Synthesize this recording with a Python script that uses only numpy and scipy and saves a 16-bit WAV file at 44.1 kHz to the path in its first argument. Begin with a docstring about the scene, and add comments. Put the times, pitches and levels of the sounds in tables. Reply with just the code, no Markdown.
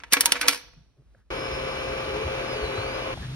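"""Sharp snaps, knocks and grinding: a hand cranks a gumball machine. The pawl snaps over its teeth,
the gears knock and grind, and the metal housing rings in a small room. Then, abruptly, a 3D printer
close up: fan rush with blade tones, a thin whine, a drone and a gliding motor. The rush drops at the
end and leaves a low hum. Soft handling bumps run through both scenes."""
import sys
import numpy as np
from scipy import signal
from scipy.fft import rfft, irfft
from scipy.io import wavfile

SR = 44100
rng = np.random.default_rng(int(sys.argv[2]) if len(sys.argv) > 2 else 0)


def generate_wav(sig):
    """Save sig (samples, or channels by samples) to the path in sys.argv[1] as 16-bit PCM at SR."""
    pcm = np.round(np.clip(np.atleast_2d(sig).T, -1, 1) * 32767).astype(np.int16)
    wavfile.write(sys.argv[1], SR, pcm)


N = 147735
T, HZ = np.arange(N) / SR, np.fft.rfftfreq(N, 1 / SR)

# Stereo images. 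Each row: frequency in Hz, coherence 0-1, left lead in rad, left minus right in dB.
CRANK_STEREO = [(60.1, 1, -1, 0), (400, 0.06, 0.5, -5), (950, 1, 1, -1), (2142, 0.6, -1.5, -0.5),
                (3500, 0, 4.5, -2), (4340, 1, 8, -4), (5160, .85, 7.5, -1), (7170, 0.96, 9, -0.5),
                (9800, 0.5, 13, 0), (12850, 0.99, 15, 0), (16020, 0.9, 18.5, -0.5)]
PRINTER_STEREO = [(60, 0.95, 0, 0.5), (201, 0.92, 0.5, 0), (426, 1, 1, 4.5), (1190, 1, 1.97, 10.5),
                  (1600, 0.092, -0.5, 8.5), (2080, 0.085, 3, -8.5), (3070, 0.66, 4, 0),
                  (5130, 0.43, 3.5, -1.5), (5280, 1, 7.5, 1), (6940, 1, 8.5, -3), (8600, 1, 11, 0.5),
                  (11000, 1, 12, 0), (13300, 1, 16, 0)]
# Spectrum of snaps and rattle. Each row: frequency in Hz, level in dB.
SNAP_SPECTRUM = [(100, -30), (300, -7.5), (700, -8), (1400, 0), (2400, 6), (3500, 2), (5500, 4.5),
                 (7200, -2.5), (10000, 0), (12500, -3), (15200, -11.5), (16300, -31)]


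def amp(db):
    """Decibels to gain."""
    return 10 ** (np.asarray(db) / 20)


def unit(x):
    """Scale to rms 1."""
    return x / np.sqrt(np.mean(x ** 2) + 1e-20)


def over_hz(table, hz):
    """Interpolate a table on a log-frequency axis."""
    row_hz, value = np.transpose(table)
    return np.interp(np.log(hz + 1), np.log(row_hz + 1), value)


def columns(table, at):
    """Interpolate the other columns along the first."""
    first, *rest = np.transpose(table)
    return [np.interp(at, first, column) for column in rest]


def level(curve):
    """Gain over time from rows of seconds and dB."""
    return amp(columns(curve, T)[0])


def drift(rate_hz):
    """Low-passed random motion, rms 1."""
    return unit(irfft(rfft(rng.standard_normal(N)) / (1 + (HZ / rate_hz) ** 4), N))


def flicker(depth_db, rate_hz):
    """Randomly wavering gain, rms 1."""
    return unit(amp(depth_db * drift(rate_hz)))


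def noise(spectrum, stereo, tilt_db_oct=0):
    """Coloured stereo noise, rms 1."""
    coherence, lead_rad, balance_db = columns(stereo, HZ)
    coherence = np.clip(coherence, 0, 1)
    common, separate = rfft(rng.standard_normal((2, N)))
    left = common * amp(balance_db / 2)
    right = coherence * common + np.sqrt(1 - coherence ** 2) * separate
    right = right * np.exp(-1j * lead_rad) * amp(-balance_db / 2)
    shape_db = over_hz(spectrum, HZ) + tilt_db_oct * np.log2(np.maximum(HZ, 300) / 4000)
    return unit(irfft(np.array([left, right]) * amp(shape_db), N))


def tone(hz, lead_rad=0):
    """Stereo sine, rms 1, left leading by lead_rad."""
    phase = 2 * np.pi * (np.cumsum(hz * np.ones(N)) / SR + rng.random())
    return np.sqrt(2) * np.sin([phase, phase - lead_rad])


def fade(t, t60_s):
    """Unity until time zero, then exponential decay."""
    return np.exp(-np.log(1000) * np.maximum(t, 0) / t60_s)


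def ramp(start_s, rise_s):
    """Linear rise from 0 to 1."""
    return np.clip((T - start_s) / rise_s, 0, 1)


def blow(start_s, rise_s, t60_s):
    """Impact envelope: linear attack, exponential decay."""
    return ramp(start_s, rise_s) * fade(T - start_s - rise_s, t60_s)


def swell(start_s, length_s):
    """Half-sine envelope."""
    return np.sin(np.pi * ramp(start_s, length_s))


def room_tone():
    """Faint low noise behind the gumball machine."""
    # Each row: time in seconds, level in dB.
    loudness = [(0, -56.5), (.75, -57), (.95, -62), (1.2, -56.5), (1.235, -64), (1.3, -61.5)]
    # Each row: frequency in Hz, level in dB.
    spectrum = [(20, -23), (55, 3), (90, -12), (140, -13.5), (220, -19.5), (600, -28.5), (1500, -34.5),
                (5000, -41), (10000, -49.5), (16000, -60)]
    return level(loudness) * noise(spectrum, CRANK_STEREO)


def room_reverb(x):
    """Diffuse tail; each band decays at its own rate."""
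    # Each row: frequency in Hz, T60 in seconds.
    decay = [(150, .35), (700, 0.23), (2000, 0.49), (4200, 0.64), (5100, .5), (5700, 0.67), (7000, 0.25),
             (10000, 0.28), (16000, 0.35)]
    hz, t, bands = signal.stft(rng.standard_normal((2, SR)), SR, nperseg=256)
    bands = bands * fade(t, over_hz(decay, hz)[:, None])
    tail = signal.istft(bands, SR)[1][:, :SR] * ramp(0, rise_s=0.0053)[:SR]
    return signal.fftconvolve(x, tail / np.linalg.norm(tail[0]), axes=1)[:, :N]


def handling():
    """Handling bumps: short low sines and hollow bursts of band noise."""
    # Each row: start in seconds, pitch in Hz, level in dB, length in seconds.
    thumps = [(0.125, 240, -30.5, .012), (1.303, 406, -28, 0.01), (.765, 150, -48, 0.034),
              (0.804, 143, -51, 0.022), (0.976, 135.5, -50.5, 0.049), (1.155, 98.2, -59, 0.038),
              (1.506, 66, -34.5, 0.062), (2.243, 80, -26, 0.044), (2.619, 56, -25.5, 0.038),
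              (2.773, 103.8, -27.5, 0.038), (3.173, 123, -29, 0.011), (3.198, 69, -29, 0.041)]
    # Each row: start in seconds, centre in Hz, level in dB, length in seconds, width in octaves.
    clunks = [(0.122, 286, -36.5, 0.018, 1), (0.754, 248, -64, 0.048, 0.46),
              (0.955, 353, -65.5, 0.083, 0.6), (1.146, 560, -57, 0.014, 0.35),
              (1.147, 1497, -56, 0.0046, 0.3), (1.15, 1536, -74, 0.1, 0.27),
              (3.172, 710, -40, 0.0082, 0.41), (3.213, 1730, -46, 0.055, 0.14)]
    out = np.zeros(N)
    for start_s, hz, db, length_s in thumps:
        out += amp(db) * swell(start_s, length_s) * np.sin(2 * np.pi * hz * (T - start_s))
    white = rfft(rng.standard_normal(N))
    for start_s, hz, db, length_s, width_oct in clunks:
        band = irfft(white / (1 + (np.log2((HZ + 1) / hz) / width_oct) ** 4), N)
        out += amp(db) * swell(start_s, length_s) * unit(band)
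    return out


def hum():
    """Low rising hum over a softer rush."""
    # Each row: time in seconds, pitch in Hz, level in dB.
    glide = [(3.235, 115.7, -71), (3.255, 124, -33.5), (3.315, 129, -35), (3.35, 141.5, -32)]
    # Each row: time in seconds, level in dB.
    rush_loudness = [(3.14, -39), (3.24, -37.5), (3.29, -40.5), (3.35, -39)]
    # Each row: frequency in Hz, level in dB.
    rush_spectrum = [(20, -11), (55, 9), (150, 8), (350, -5.5), (600, -10), (1800, -13), (3500, -10.5),
                     (6000, -20), (11000, -30.5), (16000, -46)]
    hz, db = columns(glide, T)
    rush = level(rush_loudness) * noise(rush_spectrum, PRINTER_STEREO)
    return rush + (T > glide[0][0]) * amp(db) * tone(hz)


def fan():
    """Turbulent air, wavering blade tones and one thin clean tone that creeps upward."""
    # Each row: time in seconds, level in dB.
    rush_loudness = [(1.3, -32.5), (1.9, -32), (2.25, -32), (2.45, -31.5), (2.65, -32), (2.9, -32),
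                     (3.14, -32.5)]
    # Each row: frequency in Hz, level in dB.
    rush_spectrum = [(20, -53), (42, 2), (75, -2.5), (105, -9), (127, -2.5), (180, -11), (240, -8.5),
                     (340, -5), (420, 0), (500, -5), (640, -5.5), (780, -10.5), (1200, -7.5), (1370, -12),
                     (1580, -10), (1850, -13), (2250, -13.5), (2500, -10.5), (3050, -13.5), (3300, -16),
                     (4700, -20), (5100, -25.5), (6000, -24), (8000, -36.5), (10000, -34.5), (12000, -40.5),
                     (14000, -49), (16000, -66)]
    # Each row: pitch in Hz, level in dB, left lead in rad, rms wander in Hz.
    blade_tones = [(125.6, -50, -0.5, 4), (323, -57, 1.2, 2.4), (528.6, -36.5, 1.5, 0.41),
                   (696, -52.5, 0, 4.5), (847, -49.5, 4.5, 3.7), (1049, -53.5, 0.1, 2.7),
                   (1157, -52.5, 0.5, 2.9), (1197, -55.5, 1, 3.5), (1485, -52, 1, 4.3), (2035, -54, 8, 3.6),
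                   (2635, -46, 9.5, 8.2), (2920, -48.5, 4, 8.3), (3230, -66, 1, 12), (3460, -59, 8.5, 5)]
    # Each row: time in seconds, pitch in Hz, level in dB.
    thin_tone = [(1.3, 2311, -45.5), (1.9, 2331, -44.5), (2.35, 2333, -44), (2.56, 2338, -48),
                 (2.7, 2334, -45), (3.14, 2363, -46)]
    out = level(rush_loudness) * amp(0.5 * drift(rate_hz=50)) * noise(rush_spectrum, PRINTER_STEREO)
    for hz, db, lead_rad, wander_hz in blade_tones:
        gain = amp(db + 1.44 * drift(rate_hz=15))
        out += gain * tone(hz + wander_hz * drift(rate_hz=24.2), lead_rad)
    thin_hz, thin_db = columns(thin_tone, T)
    return out + amp(thin_db) * tone(thin_hz, lead_rad=1.7)


def motor_whine(hz=5231.4, octave_db=-22):
    """Thin whine of near-steady pitch that fades away."""
    # Each row: time in seconds, level in dB.
    loudness = [(1.3, -62.5), (1.35, -46.5), (1.7, -49.5), (2, -53), (2.2, -59), (2.39, -61), (2.47, -80)]
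    gain = level(loudness) * flicker(depth_db=2.2, rate_hz=19)
    return gain * (tone(hz + drift(rate_hz=12)) + amp(octave_db) * tone(2 * hz))


def motor_drone(hz=415.5, wander_hz=22):
    """Rough drone that swells and ebbs, louder on the left."""
    # Each row: time in seconds, level in dB.
    loudness = [(1.3, -39), (1.9, -51), (2.22, -35), (2.35, -64), (2.52, -42.5), (2.62, -35.5), (2.76, -34),
                (2.86, -55), (3.14, -55)]
    gain = level(loudness) * flicker(depth_db=3.2, rate_hz=13) * amp([[2], [-2]])
    return gain * tone(hz + wander_hz * drift(rate_hz=43.3), lead_rad=1.0)


def motor_whistle(jitter_hz=75, octave_db=-25):
    """Whistle that sinks and climbs again; fast pitch jitter makes it fuzzy."""
    # Each row: time in seconds, pitch in Hz, level in dB.
    glide = [(2.42, 5150, -66), (2.48, 5130, -45), (2.53, 4960, -44.5), (2.585, 4660, -53),
             (2.66, 4090, -44), (2.7, 3970, -52), (2.745, 3890, -50), (2.8, 4100, -41), (2.885, 4685, -52),
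             (2.945, 4970, -46), (2.99, 5080, -55), (3.04, 5190, -55), (3.1, 5230, -68)]
    hz, db = columns(glide, T)
    hz = hz + jitter_hz * drift(rate_hz=330)
    gain = amp(db) * flicker(depth_db=2, rate_hz=70)
    return gain * (tone(hz, lead_rad=4.57) + amp(octave_db) * tone(2 * hz, lead_rad=5.5))


def housing_ring(x):
    """The metal body's modes ring with every blow."""
    # Each row: frequency in Hz, level in dB, T60 in seconds.
    modes = [(280, -11, 0.14), (490.4, -1.5, .2), (581, -20.5, .45), (690, -6, 0.47), (938, 1.5, 0.13),
             (1108, -2, 0.13), (1349, -4, 0.084), (1680, -4.5, 0.12), (1810, -5.5, 0.12),
             (1985, -6.5, 0.055), (2300, 1, 0.1), (2530, -9, .14), (2960, -4.5, 0.23), (3375, -0.5, 0.11),
             (3849, -3, 0.19), (4336, -0.5, 0.15), (6000, -0.5, .06)]
    t = T[:SR]
    ring = sum(amp(db) * fade(t, t60_s) * np.cos(2 * np.pi * hz * t) for hz, db, t60_s in modes)
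    return signal.fftconvolve(x, ring[None] / np.linalg.norm(ring), axes=1)[:, :N]


def housing_clang(start_s, hz, db, boom_db):
    """A blow excites one housing pitch; the lowest mode builds more slowly into a boom."""
    clang = amp(db) * blow(start_s, rise_s=0.00092, t60_s=0.059) * tone(hz)
    boom = amp(boom_db) * blow(start_s, rise_s=0.0046, t60_s=0.11) * tone(hz=278)
    return clang + boom


def rattle(start_s=0.477, hold_s=0.058, db=-30.5):
    """Loose parts shiver after the last tooth."""
    envelope = (T > start_s) * fade(T - start_s - hold_s, t60_s=0.17)
    shiver = flicker(depth_db=2.8, rate_hz=300)
    return amp(db) * envelope * shiver * noise(SNAP_SPECTRUM, CRANK_STEREO, tilt_db_oct=-0.8)


def gear_grind():
    """Turning gears make gritty, fluttering noise."""
    # Each row: time in seconds, level in dB.
    loudness = [(.01, -61.5), (.108, -59), (.125, -44.5), (.19, -36), (.24, -41), (.28, -37), (.37, -37.5),
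                (.4, -44.5), (.44, -38), (.47, -35.5), (.51, -37.5), (.56, -45), (.62, -55)]
    # Each row: frequency in Hz, level in dB.
    spectrum = [(80, -18), (190, -9.5), (280, 2.5), (380, -6.5), (490, 5), (620, -3.5), (1400, 1.5),
                (2500, -2), (5000, -14.5), (12000, -24), (16000, -42)]
    start_s, stop_s = loudness[0][0], loudness[-1][0]
    envelope = (T > start_s) * fade(T - stop_s, t60_s=0.55) * level(loudness)
    return envelope * flicker(depth_db=4, rate_hz=75) * noise(spectrum, CRANK_STEREO)


def gear_knocks():
    """Dull knocks of the mechanism, each clanging the housing."""
    # Each row: start in seconds, level in dB, T60 in seconds, clang in Hz, clang in dB, boom in dB.
    knocks = [(.001, -43.5, 0.049, 1360, -63.5, -65.5), (0.0356, -35, 0.047, 897, -52.5, -65.5),
              (0.1363, -16.5, 0.067, 1662, -24, -54.5), (0.1682, -19, 0.054, 490, -36, -35.5),
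              (0.354, -29, 0.11, 1104, -40.5, -51.5), (0.365, -36, .06, 1985, -42.5, -50.5),
              (0.428, -26, 0.079, 1516, -26.5, -43), (0.453, -36, 0.15, 495, -40, -52)]
    # Each row: frequency in Hz, level in dB.
    spectrum = [(100, -23), (300, -13.5), (700, -7), (1300, 0.5), (2200, 5), (3500, -7), (6000, -10),
                (12000, -31.5), (16000, -39.5)]
    thud = noise(spectrum, CRANK_STEREO)
    out = np.zeros((2, N))
    for start_s, db, t60_s, *clang in knocks:
        out += amp(db) * blow(start_s, rise_s=0.00053, t60_s=t60_s) * thud
        out += housing_clang(start_s, *clang)
    return out


def pawl_ring(start_s, spread_db=3.5, right_delay_s=0.00019):
    """The steel pawl rings briefly, its modes weighted anew at every tooth."""
    # Each row: frequency in Hz, level in dB, T60 in seconds.
    modes = [(2340, -8, .07), (2530, -6, .06), (3140, -6, 0.088), (3580, -6.5, 0.093), (4320, -6, 0.092),
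             (4510, -2.5, .06), (5530, -3.5, 0.0503), (5780, -2, .06), (7140, -0.5, 0.02), (9000, 4, .04),
             (10200, 0.5, 0.028), (11300, -5, .035), (14900, -6.5, .03)]
    t, out = T[:SR // 4], np.zeros((2, N))
    at = round(start_s * SR)
    for hz, db, t60_s in modes:
        phase = 2 * np.pi * (hz * np.array([t, t - right_delay_s]) + rng.random())
        gain = amp(db + spread_db * rng.standard_normal())
        out[:, at:at + len(t)] += gain * fade(t, t60_s) * np.sin(phase)
    return out


def pawl_snaps(slide_s=0.0046, slide_db=-15.5, crack_db=3, ring_db=-15.5):
    """The pawl slides up each tooth, drops with a crack, rings and clangs the housing."""
    # Each row: start in seconds, level in dB, tilt in dB per octave, T60 in seconds, rise in seconds,
    # clang in Hz, clang in dB, boom in dB.
    snaps = [(0.1225, -18, -0.5, 0.049, 0.0037, 2000, -35.5, -61),
             (0.1326, -11, 3.5, 0.049, 0.0008, 1100, -28.5, -47),
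             (0.2074, -13, 3, 0.043, 0.001, 1840, -32, -51),
             (0.2572, -13, 3, 0.044, 0.00054, 948, -27, -52.5),
             (0.3204, -13.5, -0.5, 0.036, 0.0011, 947, -32.5, -42.5),
             (0.4118, -21, -0.8, 0.054, 0.0029, 1490, -31, -50),
             (0.4821, -10.5, 0, 0.049, 0.0015, 1347, -24.5, -35)]
    out = np.zeros((2, N))
    for start_s, db, tilt_db_oct, t60_s, rise_s, *clang in snaps:
        slide = amp(slide_db) * np.exp(-abs(T - start_s) / slide_s)
        crack = amp(crack_db) * ramp(start_s, rise_s) * fade(T - start_s, t60_s=0.01)
        envelope = slide + crack + blow(start_s, rise_s, t60_s)
        out += amp(db) * envelope * noise(SNAP_SPECTRUM, CRANK_STEREO, tilt_db_oct)
        out += amp(db + ring_db) * pawl_ring(start_s) + housing_clang(start_s, *clang)
    return out


def scene(housing_db=-16.5, reverb_db=-20):
    """The gumball machine, then the printer and its closing hum."""
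    crank = pawl_snaps() + gear_knocks() + gear_grind() + rattle()
    machine = crank + amp(housing_db) * housing_ring(crank)
    gumball = machine + amp(reverb_db) * room_reverb(machine) + room_tone()
    printer = fan() + motor_whine() + motor_drone() + motor_whistle()
    on, off = ramp(start_s=1.3035, rise_s=0.00055), ramp(start_s=3.142, rise_s=0.0005)
    return (1 - on) * gumball + on * (1 - off) * printer + off * hum() + handling()


def record(dry):
    """Soft-clip the peaks, then low-pass at 16.5 kHz."""
    rounded = dry / (1 + dry ** 6) ** (1 / 6)
    lowpass = signal.firwin(255, 16500, window=("kaiser", 9), fs=SR)
    return signal.oaconvolve(rounded, lowpass[None], "same")


dry = scene()
out = record(dry)
generate_wav(out)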